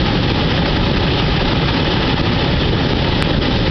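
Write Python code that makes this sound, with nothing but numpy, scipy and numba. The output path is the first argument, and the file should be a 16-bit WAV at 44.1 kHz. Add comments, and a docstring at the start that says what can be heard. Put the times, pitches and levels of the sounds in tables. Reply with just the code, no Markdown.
"""A propane burner blasts steadily just above a balloon basket: flame roar and jet hiss are flickering noise bands,
the hiss coloured by a short reflection. Small pops crackle throughout as short pressure pulses;
from 0.27 s on single pops at set times join them, most of them loud, one faint.
A small camera microphone is overdriven: its fast gain control ducks after each pop, the top is cut off
and peaks touch the converter's ceiling, three times with a faint tick; at 3.22 s they once overflow it."""
import sys
import numpy as np
from scipy import signal
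from scipy.fft import rfft, irfft
from scipy.io import wavfile
from numba import njit

SR = 44100
rng = np.random.default_rng(int(sys.argv[2]) if len(sys.argv) > 2 else 0)


def int16_out(signal):
    """Quantize to a 16-bit WAV file."""
    q = np.round(np.clip(np.atleast_2d(signal).T, -1, 1) * 32767)
    wavfile.write(sys.argv[1], SR, q.astype(np.int16))


def to_linear_factor(level_db):
    """Convert decibel levels (scalar or array-like) to linear amplitude factors."""
    exponent = np.asarray(level_db, float) / 20
    return 10 ** exponent


N = 163170
TIME_S = np.arange(N) / SR
CEILING = 0.7  # largest value the converter can give, either sign


def rms_one(x):
    """Scale to rms 1."""
    return x / np.sqrt(np.mean(x ** 2) + 1e-20)


def drift(rate_hz):
    """Slow chance of spread 1: noise through a double one-pole low-pass, drawn at every 20th sample."""
    pole = np.exp(-40 * np.pi * rate_hz / SR)
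    noise = rng.standard_normal(N // 20 + 2002)
    slow = signal.lfilter([1], [1, -2 * pole, pole * pole], noise)[2000:]  # skip the filter's start
    return np.interp(np.arange(N) / 20, np.arange(len(slow)), rms_one(slow - slow.mean()))


def noise_bands(spectrum, count):
    """Noise of this spectrum, rms 1, split into overlapping log-spaced bands that sum back to it."""
    hz, level_db = np.transpose(spectrum)
    log_hz = np.log(np.maximum(np.arange(N // 2 + 1) * SR / N, 1))
    shaped = rfft(rng.standard_normal(N)) * to_linear_factor(np.interp(log_hz, np.log(hz), level_db))
    centres = np.linspace(np.log(hz[1]), np.log(hz[-2]), count)
    bands = np.array([irfft(shaped * np.interp(log_hz, centres, row), N) for row in np.eye(count)])
    return bands / bands.sum(axis=0).std()


def roar():
    """Turbulent burning: low noise whose bands flicker on their own."""
    # flame roar as it reaches the microphone: [f/Hz, relative density/dB per Hz]
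    roar_spectrum = [(12,-36), (20,-11.5), (30,-2.5), (40,0), (55,-0.5), (93,-3.5), (125,-1), (156,-0.5),
                     (180,-1.5), (207,-10.5), (258,-4.5), (330,-7), (490,-13), (568,-9.5), (631,-19.5),
                     (700,-23), (910,-49.5), (1540,-120)]
    level_db, flicker_db, flicker_hz = -17.5, 1.0, 24
    flickering = [band * to_linear_factor(flicker_db * drift(flicker_hz)) for band in noise_bands(roar_spectrum, count=6)]
    return to_linear_factor(level_db) * sum(flickering)


def hiss():
    """The gas jet: bright noise that surges, and flutters both as a whole and band by band."""
    # vigour of the jet and its brightness as the microphone turns: [t/s, level/dB, tilt/dB per octave]
    jet_course = [(0.0, -22.5, 0.3), (0.79, -24, 0), (1.3, -22.5, 0.13), (3.06, -24, -0.2), (3.7, -24, 0.8)]
    # jet hiss at the microphone, rippled by a short reflection: [f/Hz, relative density/dB per Hz]
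    hiss_spectrum = [(410,-38.5), (700,-7), (836,0), (1080,-10), (1270,-5), (1440,-10), (1650,-7),
                     (1980,-7.5), (2220,-12), (2570,-7), (2740,-9.5), (3000,-5.5), (3200, -7), (3450,-6),
                     (4000, -11), (4500, -12.5), (4700, -15.5), (4900, -13.5), (5250,-16.5), (5550,-24),
                     (5800,-29.5), (6050,-36.5), (6400,-58)]
    # short surges of the jet: [t/s, rise above its vigour/dB]
    surges = [(.07, 3), (.3, 4.5), (.39, 3.5), (.512, 2), (.567, 1.5), (.66, 2.5), (.77, 5.5), (.84, 3.5),
              (.975, 4), (1.085, 2), (1.2, 2), (1.325, 3), (1.485, 4.5), (1.692, 3.5), (1.769, 1.5),
              (2.03, 2.5), (2.098, 2.5), (2.445, 5.5), (3.047, 2), (3.095, 3), (3.428, 3.5), (3.455, 2.5),
              (3.565, 5)]
    surge_width_s = 0.0062  # standard deviation of the bell-shaped swell
    flicker_db, flicker_hz = 0.72, 49
    band_flicker_db, band_flicker_hz = 0.94, 20.0
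    octaves_per_band = 1 / 3

    s, vigour_db, tilt_db = np.transpose(jet_course)
    level_db = np.interp(TIME_S, s, vigour_db) + flicker_db * drift(flicker_hz)
    for at, up_db in surges:
        level_db += up_db * np.exp(-0.5 * ((TIME_S - at) / surge_width_s) ** 2)

    tilt_per_band_db = np.interp(TIME_S, s, tilt_db) * octaves_per_band
    bands = noise_bands(hiss_spectrum, count=10)
    jet = np.zeros(N)
    for k, band in enumerate(bands):
        bright_db = tilt_per_band_db * (k - len(bands) // 2)
        jet += band * to_linear_factor(bright_db + band_flicker_db * drift(band_flicker_hz))
    return to_linear_factor(level_db) * jet


def pops():
    """Pockets of gas catch fire: short round pressure pulses, mostly suction, single ones among many small."""
    # single pops of the flame, most of them loud, one faint:
    # [t/s, pulse peak before the low cut/dB, sign of pressure]
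    single_pops = [(0.266, -2, -1), (0.321, 3.5, -1), (0.4766, -1.5, -1), (0.5253, -4, 1),
                   (0.8115, -6.5, -1), (0.9166, -3, -1), (0.9832, -0.5, -1), (1.429, 1, -1), (1.535, 1, -1),
                   (1.8345, -3, -1), (1.976, -2.5, -1), (2.1441, 0, -1), (2.215, 4.5, -1), (2.3056, -2, -1),
                   (2.4662, -1, -1), (2.5754, -17, 1), (2.6256, -8, 1), (2.7567, -4, -1),
                   (2.8722, -0.5, -1), (2.9354, 3.5, -1), (2.973, -2.5, 1), (3.1245, -7, -1),
                   (3.2251, 2, 1), (3.2759, -5.5, -1), (3.3157, -2, -1), (3.3836, -2, 1), (3.3893, -1, -1),
                   (3.3903, 0, -1), (3.4868, -3, 1)]
    pulse_width_s, low_cut_hz = 0.00056, 69.5  # width: standard deviation
    small_per_s, suction_share = 110, 0.7
    small_db, small_spread_db = -16.5, 2.06  # faintest small pop, mean rise above it before the size limit

    size = np.minimum(rng.exponential(1, N), 2.5)
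    sign = np.where(rng.random(N) < suction_share, -1, 1)
    happens = rng.random(N) < small_per_s / SR
    clicks = happens * sign * to_linear_factor(small_db + small_spread_db * size)

    s, single_db, single_sign = np.transpose(single_pops)
    clicks[(s * SR).astype(int)] = to_linear_factor(single_db) * np.sign(single_sign)

    pulse = np.exp(-0.5 * (np.arange(-200, 201) / SR / pulse_width_s) ** 2)
    low_cut = signal.butter(1, low_cut_hz, "high", fs=SR, output="sos")
    return signal.sosfilt(low_cut, signal.fftconvolve(clicks, pulse, "same"))


@njit
def peak_follower(x, rise, fall, start):
    """Level that climbs fast to the peaks and sinks slowly."""
    out, level = np.empty_like(x), start
    for i in range(len(x)):
        size = abs(x[i])
        level += (size - level) * (rise if size > level else fall)
        out[i] = level
    return out


def gain_control(x):
    """Fast level control: its follower lags the peaks, so a pop gets through and the sound after it ducks."""
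    attack_s, release_s = 0.0011, 0.018
    knee_db, squeeze, makeup_db = -16, 0.95, 5  # squeeze: dB taken off per dB well above the knee
    level = peak_follower(x, 1 / (attack_s * SR), 1 / (release_s * SR), to_linear_factor(knee_db))
    gain = (1 + (level / to_linear_factor(knee_db)) ** 4) ** (-squeeze / 4)
    return to_linear_factor(makeup_db) * x * gain


def soft_overload(x):
    """Overdriven amplifier: peaks bend over smoothly towards a soft top."""
    soft_top = 0.66
    return x * (1 + (x / soft_top) ** 10) ** (-1 / 10)


def top_cut(x):
    """Steep low-pass: 80 dB down from 6500 Hz upwards; its ringing lifts some peaks again."""
    return signal.sosfilt(signal.cheby2(24, 80, 6500, fs=SR, output="sos"), x)


def converter(x):
    """Hard ceiling, with a faint one-sample tick where a pop grazes it."""
    # ticks at the ceiling: [t/s, peak/dB]
    ticks = [(0.3194, -34.5), (1.8346, -37), (3.3156, -30.5)]
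    x = np.clip(x, -CEILING, CEILING)
    s, tick_db = np.transpose(ticks)
    x[(s * SR).astype(int)] += to_linear_factor(tick_db)
    return x


def overflow(x):
    """One numeric overflow: the wave, pinned at the ceiling, wraps for an instant to the opposite rail."""
    start_s, length_s, edge_s = 3.22468, 0.000165, 0.000075
    since = TIME_S - start_s
    flipped = np.clip(np.minimum(since, length_s - since) / edge_s + 0.5, 0, 1)
    near = np.exp(-0.5 * ((since - length_s / 2) / (2 * length_s)) ** 4)
    pinned = x + (CEILING - x) * near
    return pinned * (1 - 2 * flipped)


def scene():
    """The burner, close by; a short reflection off basket or operator colours the hiss."""
    return (roar() + hiss() + pops())[None]


def band_limit(x):
    """A steep low-pass at the top of the band."""
    return signal.sosfilt(signal.butter(12, 15850, fs=SR, output="sos"), x)


def record(dry):
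    """The camera microphone: gain control, soft overload, top cut, hard ceiling with ticks, one overflow."""
    ducked = gain_control(dry[0])
    dull = top_cut(soft_overload(ducked))
    mix = overflow(converter(dull))
    return band_limit(mix)


dry = scene()
out = record(dry)
int16_out(out)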